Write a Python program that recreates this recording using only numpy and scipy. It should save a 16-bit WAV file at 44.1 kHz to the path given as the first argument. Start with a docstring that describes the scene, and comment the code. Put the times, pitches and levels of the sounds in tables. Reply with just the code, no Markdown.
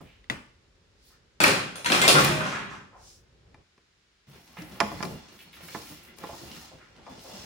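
"""A stack of plastic pipes topples in two rushes, off to the left in a small, hard-walled workshop.
Each impact excites the pipes' damped normal modes; the rebounds die away under a hollow boom.
Beforehand one pipe clicks against another; afterwards one is knocked onto a saw table close by and
nudged along by stick-slip friction. Sleeves rustle and shoes shuffle as friction noise, over quiet air
and a low rumble, and the walls return the impacts as a diffuse reverberant field."""
import sys
import numpy as np
from scipy import signal
from scipy.fft import rfft, irfft
from scipy.io import wavfile
from scipy.ndimage import uniform_filter1d

SR = 44100
rng = np.random.default_rng(int(sys.argv[2]) if len(sys.argv) > 2 else 0)


def digitize_waveform(pressure):
    """Quantize a signal to 16-bit integers and store it at the path in sys.argv[1].

    Rows of a 2-D input are taken as channels; values are limited to [-1, 1].
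    """
    field = np.atleast_2d(pressure).T
    bounded = np.clip(field, -1, 1)
    quanta = np.round(bounded * 32767).astype(np.int16)
    wavfile.write(sys.argv[1], SR, quanta)


N = 328545
TIME = np.arange(N) / SR
CUTOFF_HZ = 15900

# Levels in all tables are relative; pan is left over right, brightness is treble over middle.
# left-right coherence of the diffuse field: f/Hz, coherence (0-1)
COHERENCE = [(60, 0.94), (170, 0.83), (350, 0.61), (700, 0.088), (1300, 0.065), (3000, 0.002),
             (15000, 0.12)]
# friction while the pipe is moved, one list for each move: t/s, sliding level/dB, rustle level/dB
MOVES = [
    [(4.27, -66.5, -71), (4.346, -55.5, -65), (4.438, -63, -63.5), (4.82, -50, -61.5), (4.988, -50, -51),
     (5.19, -54.5, -57.5), (5.46, -60.5, -64.5)],
    [(5.52, -62, -63), (5.624, -53.5, -57), (5.738, -55.5, -46.5), (5.826, -53, -50.5),
     (5.982, -57.5, -53.5), (6.11, -56.5, -70)],
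    [(6.17, -61, -62.5), (6.234, -46.5, -55), (6.388, -56, -49.5), (6.526, -49.5, -52.5),
     (6.68, -55.5, -54), (6.798, -62.5, -67), (6.94, -64, -67.5)],
    [(7.01, -62, -69.5), (7.114, -54.5, -58), (7.242, -57.5, -52), (7.372, -50.5, -47.5), (7.45, -50, -49)],
]


def from_db(db):
    """Amplitude ratio of a level: a factor of ten for every 20 dB."""
    return 10 ** (np.asarray(db) / 20)


def rms_one(x):
    """Normalisation to unit mean power."""
    return x / np.sqrt(np.mean(x ** 2) + 1e-20)


def energy_one(x):
    """Normalisation to unit energy per channel."""
    return rms_one(x) / np.sqrt(x.shape[-1])


def running_rms(x, size):
    """Envelope as the rms over a sliding window of samples."""
    return np.sqrt(np.abs(uniform_filter1d(x ** 2, size)) + 1e-16)


def at_hz(points, hz):
    """Interpolation on a logarithmic frequency axis."""
    f, value = np.transpose(points)
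    return np.interp(np.log(hz), np.log(f), value)


def gains(rows):
    """Envelopes interpolated in decibels, one for each level column, silent outside their span."""
    times, *columns = np.transpose(rows)
    return from_db([np.interp(TIME, times, db, left=-200, right=-200) for db in columns])


def add(track, s, sound):
    """Superposition of a sound on a track, starting at time s."""
    start = max(round(s * SR), 0)
    track[..., start:start + sound.shape[-1]] += sound[..., :N - start]


def decay(t, t60):
    """Exponential damping: 60 dB down after t60."""
    return from_db(-60 * t / t60)


def swell(s, attack_s, hold_s, release_s, power):
    """Power-law envelope: a linear rise, a hold, then a fall as a power of the time left."""
    rise = np.clip((TIME - s) / attack_s, 0, 1)
    left = np.clip(1 - (TIME - s - attack_s - hold_s) / release_s, 0, 1)
    return rise * left ** power


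def wander(per_s):
    """Slow random modulation with a spread of about 1."""
    knots = rng.standard_normal(400)
    return 1.2 * np.interp(TIME * per_s, np.arange(len(knots)), knots)


def filtered(x, hz, kind, order=2):
    """Frequency selection with a maximally flat passband."""
    return signal.sosfilt(signal.butter(order, hz, kind, fs=SR, output="sos"), x)


def resonator(x, hz, q):
    """Forced response of one resonance of quality factor q."""
    return signal.lfilter(*signal.iirpeak(hz, q, fs=SR), x)


def registers(x, bass_hz=350, treble_hz=3500):
    """Crossover into middle, bass and treble, in that order."""
    cuts = [([bass_hz, treble_hz], "band"), (bass_hz, "low"), (treble_hz, "high")]
    return [filtered(x, hz, kind, order=3) for hz, kind in cuts]


def coloured(x, spectrum):
    """Minimum-phase filtering: folding the cepstrum of a spectrum makes its response causal."""
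    size = len(x)
    hz = np.arange(size // 2 + 1) * SR / size + 1
    cepstrum = irfft(np.log(from_db(at_hz(spectrum, hz))))
    cepstrum[1:size // 2] *= 2
    cepstrum[size // 2 + 1:] = 0
    return irfft(rfft(x) * np.exp(rfft(cepstrum)))


def placed(x, pan_db, lag_ms=0):
    """Level and time differences: a source on the left is louder and earlier on that side."""
    t = TIME[:len(x)]
    delayed = np.interp(t - lag_ms / 1000, t, x)
    return np.array([x * from_db(pan_db / 2), delayed * from_db(-pan_db / 2)])


def diffuse(mid, side, hz):
    """Spatial coherence: long waves reach both sides alike, short ones independently."""
    alike = at_hz(COHERENCE, hz)
    return np.sqrt(1 + alike) * mid + np.sqrt(1 - alike) * side * [[1], [-1]]


def noise(spectrum, size=N, t60s=None):
    """Diffuse noise field in bands; given decay times, each band is damped at its own rate."""
    edges_hz = np.geomspace(35, 17000, 23)
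    out, white = 0, rng.standard_normal((2, 2, size))
    for k, (low, high) in enumerate(zip(edges_hz, edges_hz[1:])):
        hz = np.sqrt(low * high)
        fade = 1 if t60s is None else decay(TIME[:size], at_hz(t60s, hz)) + 1e-12
        mid, side = filtered(white[k % 2] * fade, [low, high], "band")
        out = out + from_db(at_hz(spectrum, hz)) * diffuse(mid, side, hz)
    return rms_one(out)


def contacts(per_s, spread_db):
    """Shot noise: independent small impacts of uneven size."""
    sizes = from_db(spread_db * np.minimum(rng.exponential(1, N), 3)) * rng.choice([-1, 1], N)
    return rms_one(sizes * (rng.random(N) < per_s / SR))


def uneven(slips, steady, size):
    """Amplitude modulation of friction: a steady part plus a flutter that follows the slips."""
    return rms_one(steady + rms_one(running_rms(slips, size)))


def body(spectrum, modes, dense_t60, ring_db, snap_db, size=8192):
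    """Impulse response by modal superposition: a snap, a crack of crowded modes and clear ringing."""
    t = TIME[:size]
    hz, level_db, t60 = np.transpose(modes)[:, :, None]
    strength = from_db(level_db + rng.normal(0, 1.5, hz.shape)) * rng.choice([-1, 1], hz.shape)
    rings = np.sum(strength * np.sin(2 * np.pi * hz * t) * decay(t, t60), axis=0)
    crack = energy_one(rng.standard_normal(size) * decay(t, dense_t60))
    crack[0] += from_db(snap_db)
    return energy_one(coloured(crack, spectrum)) + from_db(ring_db) * energy_one(rings)


def blow(response, levels_db, soft_hz):
    """Contact hardness sets bandwidth: a blow with little treble is duller in the middle too."""
    middle, bass, treble = registers(response)
    brightness_db = levels_db[2] - levels_db[0]
    top_hz = np.clip(soft_hz * from_db(brightness_db + 26), soft_hz, SR / 4)
    middle = filtered(middle, top_hz, "low", order=3)
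    return sum(from_db(db) * part / running_rms(part, size=256).max()
               for db, part in zip(levels_db, (middle, bass, treble)))


def workshop(x, build_s):
    """Reverberation: diffuse reflections build up within milliseconds and decay exponentially."""
    # reverberation time: f/Hz, t60/s
    decay_times = [(100, 0.4), (400, 0.4), (2000, 0.5), (6000, 0.52), (15000, 0.35)]
    # spectrum of the reflections: f/Hz, level/dB
    colour = [(60, 0.5), (200, 5), (600, 1), (2000, 0.5), (6000, 2), (15000, 6.5)]
    tail = noise(colour, size=32768, t60s=decay_times)
    build_up = 1 - np.exp(-TIME[:tail.shape[1]] / build_s)
    return signal.fftconvolve(x[None], energy_one(tail * build_up), axes=1)[:, :N]


def air():
    """Stationary broadband noise: the still air of the room."""
    # spectral density: f/Hz, level/dB
    spectrum = [(21, -37), (35, -15), (129, -18.5), (258, -15.5), (351, -13.5), (478, -20.5), (720, -17),
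                (1020, -18.5), (1370, -11), (1700, -12.5), (4000, -15), (5590, -17), (7810, -27.5),
                (16000, -43.5)]
    return from_db(-68.5) * noise(spectrum)


def rumble():
    """Amplitude-modulated low noise: a rumble that swells and sinks."""
    # envelope: t/s, level/dB
    envelope = [(0, -57), (.6, -59.5), (1.3, -59.5), (2.9, -54), (3.3, -58.5), (3.61, -52), (3.65, -67.5),
                (4.25, -70), (4.6, -68.5), (7.45, -58)]
    # spectral density: f/Hz, level/dB
    spectrum = [(21, -30), (35, -12), (55, -6.5), (95, -10.5), (155, -15.5), (227, -20), (309, -25.5),
                (420, -15.5), (587, -27.5)]
    return gains(envelope)[0] * filtered(noise(spectrum), 900, "low")


def sleeve_swishes(width_s=0.086):
    """Sliding friction of cloth on cloth: a smooth hiss swells and fades in one broad resonance."""
    # swishes: crest t/s, level/dB, centre f/Hz
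    swishes = [(1.09, -62, 4620), (3.095, -54, 5560)]
    out = 0
    for s, db, hz in swishes:
        hiss = resonator(rng.standard_normal((2, N)), hz, q=2.7)
        out = out + from_db(db) * rms_one(hiss) * np.exp(-((TIME - s) / width_s) ** 2)
    return out


def brushes(attack_s=0.035, release_s=0.1):
    """Friction of fingers and cloth close by: a thin, high hiss, grainy with catching fibres."""
    # strokes: t/s, duration/s, level/dB
    strokes = [(1.028, 0.15, -63.5), (3.005, 0.26, -74), (4.264, 0.38, -65.5), (4.56, 0.32, -57),
               (4.838, 0.38, -57.5), (5.3, 0.2, -61), (5.38, 0.13, -62), (5.515, 0.11, -53),
               (5.604, 0.42, -51.5), (6.007, 0.14, -56), (6.155, 0.56, -56), (7.185, .4, -58)]
    # spectral density of the hiss: f/Hz, level/dB
    spectrum = [(35, -60), (6000, -17), (8500, 3.5), (10300, 12), (12000, 6.5), (14500, 12.5), (16000, -4)]
    pressure = sum(from_db(db) * swell(s, attack_s, length - attack_s - release_s, release_s, power=1)
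                   for s, length, db in strokes)
    grain = uneven(contacts(per_s=250, spread_db=-10), steady=2.6, size=128)
    return pressure * grain * noise(spectrum)


def grit(catches_per_s=42, count=3):
    """Shot noise of sliding: the pipe catches on specks of sawdust, each with a tiny dry crack."""
    # spectral density of a catch: f/Hz, level/dB
    spectrum = [(200, -28), (1000, -2), (2200, -3), (5000, 0), (15000, -27)]
    t, crackle = TIME[:2048], 0
    for _ in range(count):
        crack = coloured(rng.standard_normal(len(t)) * decay(t, t60=0.026), spectrum)
        catches = contacts(catches_per_s / count, spread_db=6.5)
        crackle = crackle + signal.oaconvolve(catches, crack)[:N]
    sliding, rustle = gains(np.vstack(MOVES))
    direct = from_db(-10) * np.sqrt(sliding * rustle) * rms_one(crackle)
    return direct + from_db(3.5) * workshop(direct, build_s=0.00093)


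def grip_glide(x, depth=0.007):
    """Frequency modulation: as the grip shifts, the pitch of a resonance wanders."""
    position = np.cumsum(1 + depth * wander(per_s=5)) % (N - 1)
    whole, part = position.astype(int), position % 1
    return np.take(x, whole, axis=-1) * (1 - part) + np.take(x, whole + 1, axis=-1) * part


def hollows():
    """Friction-driven resonances swell and fade as grip and contact shift, the low ones most."""
    # rubbed resonances: f/Hz, bandwidth/Hz, level/dB
    resonances = [(170, 45, -5), (354, 60, -10), (534, 24, -14.5), (766, 170, -9.5), (1364, 42, -18),
                  (2014, 75, -14.5), (2440, 50, -21), (2804, 60, -15), (3416, 46, -15), (4280, 90, -15),
                  (5000, 140, -17), (5480, 130, -13), (6340, 140, -18)]
    # depth of their fluctuation: f/Hz, spread/dB
    swing = [(500, 5.2), (2000, 3.6), (5000, 2.6)]
    out = 0
    for hz, width_hz, db in resonances:
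        mid, side = resonator(rng.standard_normal((2, N)), hz, q=hz / width_hz)
        swing_db = at_hz(swing, hz) * wander(per_s=12)
        out = out + from_db(db) * rms_one(diffuse(mid, side, hz) * from_db(swing_db))
    return rms_one(grip_glide(out))


def held_pipe_response(ring_db, snap_db):
    """Frequency-dependent damping: the plastic of the held pipe stills its high modes sooner."""
    # modes of the pipe on the table: f/Hz, level/dB
    partials = [(205, -19), (345, -9), (470, -3), (572, 2), (684, 6), (860, 6.5), (1014, 7.5), (1087, 6.5),
                (1200, 3.5), (1370, 5.5), (1720, 5.5), (2040, 3.5), (2370, 8.5), (5001, 1), (6130, -22),
                (7262, 1)]
    # spectral density of its crack: f/Hz, level/dB
    spectrum = [(40, -44.5), (100, -9), (200, -6), (300, -2), (650, 0.5), (1000, 1.5), (1500, -6.5),
                (2400, -7), (3300, -15.5), (6000, -11), (8000, -39), (10500, -19.5), (12500, -56),
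                (15000, -36.5)]
    modes = [(hz, db, 0.1 * (1000 / hz) ** 0.75) for hz, db in partials]
    return body(spectrum, modes, dense_t60=0.035, ring_db=ring_db, snap_db=snap_db)


def handling():
    """Friction of pipe, shoes and sleeves: tiny slips roughen the rubbing and set the pipe ringing."""
    # spectral density of the rubbing: f/Hz, level/dB
    spectrum = [(35, -45), (70, 13), (160, 2), (250, 12.5), (350, -4), (500, -33), (700, -9.5), (1500, -4),
                (2600, -6), (5400, -6.5), (8500, -16.5), (10300, -46), (16000, -18)]
    slips = contacts(per_s=380, spread_db=3)
    rub = (noise(spectrum) + hollows()) * uneven(slips, steady=4.9, size=330)
    sliding, rustle = gains(np.vstack(MOVES))
    # the pipe slides in the middle register, shoes shuffle in the bass, sleeves rustle in the treble
    drive = from_db(1.5) * sliding, from_db(-2) * sliding, from_db(-0.5) * rustle
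    friction = sum(gain * rms_one(part) for gain, part in zip(drive, registers(rub)))
    ringing = signal.oaconvolve(slips, held_pipe_response(ring_db=2.5, snap_db=27))[:N]
    return friction + from_db(-9) * sliding * rms_one(grip_glide(ringing))


def scrapes(slips_per_s=1500):
    """Stick-slip friction: dense tiny contacts in a broad resonance, starting fast and easing off."""
    # drags of a pipe over wood or another pipe: t/s, duration/s, level/dB, centre f/Hz
    drags = [(0.005, 0.23, -67, 2190), (1.099, 0.072, -70, 1340), (2.431, 0.18, -51.5, 4670),
             (2.519, 0.12, -39.5, 1390), (2.689, 0.12, -50, 1200), (2.694, 0.1, -64, 5052),
             (2.912, 0.16, -61, 780), (4.568, 0.066, -51.5, 1940), (4.712, 0.028, -60.5, 4250),
             (5.386, 0.048, -56.5, 2580), (5.529, 0.032, -55.5, 2520), (5.566, 0.015, -56, 1690),
             (5.605, 0.025, -58, 2040), (5.682, 0.021, -49.5, 1830), (5.714, 0.019, -60, 2390),
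             (5.843, 0.2, -62.5, 2380), (6.075, 0.035, -63.5, 1590), (6.296, 0.093, -55.5, 710),
             (6.713, 0.031, -56, 568), (6.78, 0.11, -62.5, 1570), (7.062, 0.044, -50.5, 660),
             (7.239, 0.17, -55, 553)]
    out = np.zeros(N)
    for s, length, db, hz in drags:
        progress = np.linspace(0, 1, round(length * SR))[:8192]
        slips = rng.standard_normal(8192) * (rng.random(8192) < slips_per_s / SR)
        drag = filtered(slips[:len(progress)], [hz / 1.45, hz * 1.45], "band")
        pressure = np.sin(np.pi * progress ** 0.51)
        add(out, s, from_db(db) * rms_one(drag * pressure))
    return out + from_db(5) * workshop(out, build_s=0.00056)


def thuds(attack_s=0.0028):
    """Soft, heavy contacts excite the low modes of floor and bench; one, set by the spot, rings on."""
    # footfalls and bumps: t/s, level/dB, ring f/Hz, ring level/dB
    bumps = [(0.01, -46.5, 163, -53), (4.282, -59, 143, -49.5), (4.584, -44.5, 169.6, -42),
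             (4.614, -48, 309, -44.5), (4.827, -40, 205.6, -32), (4.916, -41, 308, -47),
             (5.036, -33, 382.4, -43.5), (5.102, -38.5, 153, -49), (5.631, -67, 168, -50),
             (5.746, -45, 315, -47), (5.898, -46.5, 299, -47.5), (6.413, -46.5, 337.5, -47),
             (6.723, -52.5, 516, -55.5), (7.094, -47.5, 257, -48), (7.334, -62, 199, -47)]
    # spectral density of a bump: f/Hz, level/dB
    spectrum = [(50, 1), (100, 8), (160, 13.5), (330, 2), (600, 0.5), (2000, -23.5)]
    out, t = np.zeros((2, N)), TIME[:12000]
    for s, db, hz, ring_db in bumps:
        thud = noise(spectrum, size=len(t), t60s=[(100, 0.3), (600, 0.43)])
        ring = np.sin(2 * np.pi * hz * t) * (1 - np.exp(-t / attack_s)) * decay(t, t60=0.24)
        add(out, s, from_db(db) * thud / running_rms(thud[0], size=512).max())
        add(out, s, from_db(ring_db) * ring / running_rms(ring, size=512).max())
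    return out


def knocks():
    """Impact excitation: the held pipe meets saw table and bench, so close that direct sound leads."""
    # knocks: t/s, level/dB, bass level/dB, brightness/dB, pan/dB
    strikes = [(0.007, -50, -49, -24, -10), (3.544, -50, -57, -14, 3), (3.778, -60.5, -60.5, -9, 0),
               (4.357, -58, -55, -2, 2), (4.569, -44, -61, -18, -8), (4.62, -51, -63, 3, 6),
               (4.76, -50, -58, -18, -4), (4.803, -19, -40, -9, -11.5), (4.81, -23, -28, -22, 2),
               (4.915, -36, -52, -30, 6), (4.948, -47, -50, -29, 0), (5.005, -33, -33, -20, -6),
               (5.027, -38, -48, -7, 26), (5.032, -32, -44, -8, -13), (5.051, -40, -44, -4, 15),
               (5.607, -50.5, -66, -24, -5), (5.747, -32, -35.5, -21, -5), (5.818, -50, -58, 4.5, 0),
               (5.921, -52, -56, -14, -5), (6.185, -53.5, -57, 0.5, 15), (6.238, -33.5, -36.5, -23, -3),
               (6.292, -38.5, -58, -29, -4), (6.331, -38.5, -38.5, -28, -2), (7.066, -41, -47.5, -22, 7),
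               (7.178, -56, -48, -7, -1)]
    out = np.zeros((2, N))
    for s, db, bass_db, bright_db, pan_db in strikes:
        response = held_pipe_response(ring_db=0.5, snap_db=-6)
        knock = blow(response, (db, bass_db, db + bright_db), soft_hz=970)
        add(out, s, placed(knock, pan_db))
    return out + from_db(-6.5) * workshop(out.mean(axis=0), build_s=0.00061)


def clicks():
    """Free vibration after a light touch of pipe on pipe: a bright, quickly damped ring to the left."""
    # touches: t/s, middle level/dB, bass level/dB, treble level/dB, pan/dB
    touches = [(0.242, -59, -75, -68, -1), (0.299, -27, -38, -33, 5.5), (0.3024, -36.5, -45, -51, 0)]
    # modes of a click: f/Hz, level/dB, t60/s
    modes = [(244.7, -19.5, 0.28), (1290, -12, .04), (1970, 6, 0.015), (2250, -2, 0.009), (2660, -8, 0.021),
             (3580, -1.5, 0.017), (4670, -9, 0.013), (6130, -11, 0.016), (9900, -14.5, 0.016)]
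    # spectral density of its crack: f/Hz, level/dB
    spectrum = [(50, -10), (110, 5), (250, 0.5), (500, -7), (1000, -2.5), (2000, -6.5), (2900, -10.5),
                (4500, -19), (9500, -28), (12000, -40), (15000, -34)]
    direct, radiated = np.zeros((2, N)), np.zeros(N)
    for s, *levels_db, pan_db in touches:
        response = body(spectrum, modes, dense_t60=0.17, ring_db=4.5, snap_db=-6)
        add(direct, s, placed(blow(response, levels_db, soft_hz=3000), pan_db, lag_ms=0.432))
        into_room = body(spectrum, modes, dense_t60=0.04, ring_db=-14, snap_db=7)
        add(radiated, s, from_db(levels_db[0]) * into_room)
    return from_db(5) * direct + from_db(24) * workshop(radiated, build_s=0.0015)


def rim_ticks():
    """Brief contact means high frequencies: the hard, cut rim of a pipe strikes with a bright tick."""
    # rim strikes: t/s, level/dB, centre f/Hz, pan/dB
    strikes = [(1.4037, -22.5, 9380, -4.5), (1.4374, -7, 9920, -5.5), (1.4796, -10.5, 7400, 4.5),
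               (1.7556, -37, 7580, 1.5), (1.845, -26.5, 7490, 5.5), (1.8582, -21.5, 8270, 5.5),
               (1.901, -25.5, 7710, -1.5), (1.92, -20.5, 7900, 4.5), (2.0174, -11, 7620, 0),
               (2.0802, -7.5, 9490, 5.5), (2.0855, -5.5, 10200, -4), (2.2413, -11, 14040, 4),
               (2.2494, -8, 9800, 0.5), (4.8064, -24, 7750, 12), (6.1856, -34, 9740, 6)]
    out, t = np.zeros((2, N)), TIME[:2048]
    for s, db, hz, pan_db in strikes:
        burst = rng.standard_normal(len(t)) * decay(t, t60=0.0074)
        tick = filtered(burst, [hz / 1.35, min(hz * 1.5, CUTOFF_HZ)], "band")
        add(out, s, placed(from_db(db - 3.5) * tick / np.abs(tick).max(), pan_db))
    return out + from_db(-7) * workshop(out.mean(axis=0), build_s=0.003)


def boom(hz=147, width_hz=8):
    """Forced resonance: as the bulk of the stack lands, it keeps one low, hollow mode going."""
    ring = resonator(rng.standard_normal(N), hz, q=hz / width_hz)
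    drive = from_db(-28) * swell(2.108, attack_s=0.054, hold_s=0.14, release_s=0.36, power=2.3)
    return placed(drive * ring / running_rms(ring, size=2048), pan_db=-3.5)


def ringing_pipes(count=3, pitch_spread=0.006):
    """Beating: a struck pipe rings with a cluster of close modes."""
    # pipes that ring out above the rest: t/s, f/Hz, level/dB, t60/s
    rings = [(1.403, 205, -32, 0.12), (1.4405, 1890, -16, 0.016), (1.4405, 2260, -14.5, 0.025),
             (1.44, 2570, -18.5, .05), (1.46, 261, -34.5, 0.32), (1.47, 2605, -28.5, 0.16),
             (1.474, 408, -31, 0.4), (1.49, 549, -29.5, 0.16), (1.442, 1700, -28.5, .25),
             (1.853, 960, -30, 0.16), (1.903, 236, -27, 0.05), (1.911, 350, -31, 0.27),
             (1.921, 3410, -21.5, 0.015), (1.93, 1254, -32, 0.46), (2.022, 2089, -23, 0.44),
             (2.051, 2332, -23.5, 0.19), (2.08, 2734, -29, 0.4), (2.088, 3096, -30.5, 0.3),
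             (2.08, 4600, -35, .5), (2.088, 7118, -33, .4), (2.088, 9991, -31, .45),
             (2.152, 1385, -19.5, 0.21), (2.162, 1710, -32, 0.19), (2.185, 1220, -24, 0.19),
             (2.29, 350, -32, 0.29), (2.31, 624.4, -34, 0.33)]
    out, t = np.zeros(N), TIME[:16384]
    for s, hz, db, t60 in rings:
        detune, phase = rng.standard_normal((2, count, 1))
        cluster = np.sin(2 * np.pi * (hz * (1 + pitch_spread * detune) * t + phase)).sum(axis=0)
        ring = cluster * decay(t, t60) * (1 - np.exp(-t * hz / 2))
        add(out, s, from_db(db) * ring / running_rms(ring, size=512).max())
    return out


def stack_pipe_response(pitch_spread=0.07):
    """Mode frequencies scale with length, so each pipe in the stack has a pitch of its own."""
    # modes of a typical pipe: f/Hz, level/dB, t60/s
    modes = [(342, -4.5, 0.047), (413, -5.5, 0.12), (554.7, 1, 0.073), (1294, -5.5, 0.062),
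             (1530, 1.5, 0.063), (1980, -1.5, 0.025), (2427, 8.5, 0.056)]
    # spectral density of its crack: f/Hz, level/dB
    spectrum = [(29, -51.5), (50, -14), (103, -10), (148, -2.5), (240, -6), (559, -8), (661, -6.5),
                (1180, -4), (1270, -3), (2620, -8.5), (8540, -20.5), (9870, -20), (12000, -38),
                (14900, -25), (16000, -48)]
    pitch = np.exp(pitch_spread * rng.standard_normal())
    tuned = [(hz * pitch, db, t60) for hz, db, t60 in modes]
    return body(spectrum, tuned, dense_t60=0.013, ring_db=-10, snap_db=-3)


def rebound_vigour(power, attack_s=0.014):
    """Inelastic collisions: once the stack gives way, rebounds shrink as a power of the time left."""
    # two rushes and a faint slip between them: t/s, tumbling/s, settling/s, level/dB
    rushes = [(1.404, 0.037, 0.33, -25.5), (1.759, 0.022, 0.19, -55), (1.89, .29, .75, -28)]
    return sum(from_db(db) * swell(s, attack_s, tumbling_s, settling_s, power)
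               for s, tumbling_s, settling_s, db in rushes)


def rebounds(drive, pipes=2):
    """Random impact trains excite pipes bouncing on each other; drive has a gain for each register."""
    bounces = 0
    for _ in range(pipes):
        impacts = contacts(per_s=110, spread_db=-1.5)
        bounces = bounces + signal.oaconvolve(impacts, stack_pipe_response())[:N]
    return sum(gain * part / running_rms(part, size=2048)
               for gain, part in zip(drive, registers(bounces)))


def falling_stack(spots=4):
    """Strikes and rebounds heard mostly as reverberation; each landing spot has its own room response."""
    # hard strikes: t/s, level/dB, brightness/dB
    crashes = [(1.403, -12, -9), (1.416, -19.5, -2.5), (1.439, -11, -4), (1.466, -15.5, -12.5),
               (1.481, -18, -6), (1.757, -33.5, -1), (1.782, -36.5, -6.5), (1.846, -26.5, -2.5),
               (1.86, -16.5, -6), (1.901, -15.5, -12), (1.92, -12.5, -5.5), (1.948, -16, -7),
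               (2.016, -16, 0.5), (2.04, -14, -14.5), (2.079, -9, 1.5), (2.088, -16, 2), (2.101, -17.5, -7),
               (2.153, -9.5, -30.5), (2.186, -13, -8), (2.246, -17, -5.5), (2.406, -20.5, -36),
               (2.461, -23, -38)]
    # middle, bass, treble: weaker rebounds are duller, so the treble dies first and the bass last
    drive = (rebound_vigour(power=2.2),
             from_db(-11.5) * rebound_vigour(power=1.4),
             from_db(-7.5) * rebound_vigour(power=4.7))
    direct = ringing_pipes()
    room = workshop(from_db(-10) * direct, build_s=0.00067)
    for spot in range(spots):
        rattle = rebounds(drive) / np.sqrt(spots)
        strikes = np.zeros(N)
        for s, db, bright_db in crashes[spot::spots]:
            levels_db = db, db - 17.5, db + bright_db
            add(strikes, s, blow(stack_pipe_response(), levels_db, soft_hz=2080))
        direct = direct + from_db(-5.5) * strikes + from_db(-7.5) * rattle
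        room = room + workshop(strikes + rattle, build_s=0.00025)
    return placed(direct, pan_db=4, lag_ms=0.32) + from_db(3) * room


def scene():
    """Linear superposition of background, impacts and friction."""
    background = air() + rumble()
    impacts = falling_stack() + boom() + clicks() + rim_ticks() + knocks() + thuds()
    friction = scrapes() + handling() + grit() + brushes() + sleeve_swishes()
    return background + impacts + friction


def record(dry):
    """Band limiting and soft saturation: a notch in the high treble, rounded peaks, a steep top cut."""
    notched = filtered(dry, [11400, 12900], "bandstop")
    top_cut = signal.ellip(12, 0.1, 100, CUTOFF_HZ, fs=SR, output="sos")
    return signal.sosfilt(top_cut, np.tanh(notched))


dry = scene()
out = record(dry)
digitize_waveform(out)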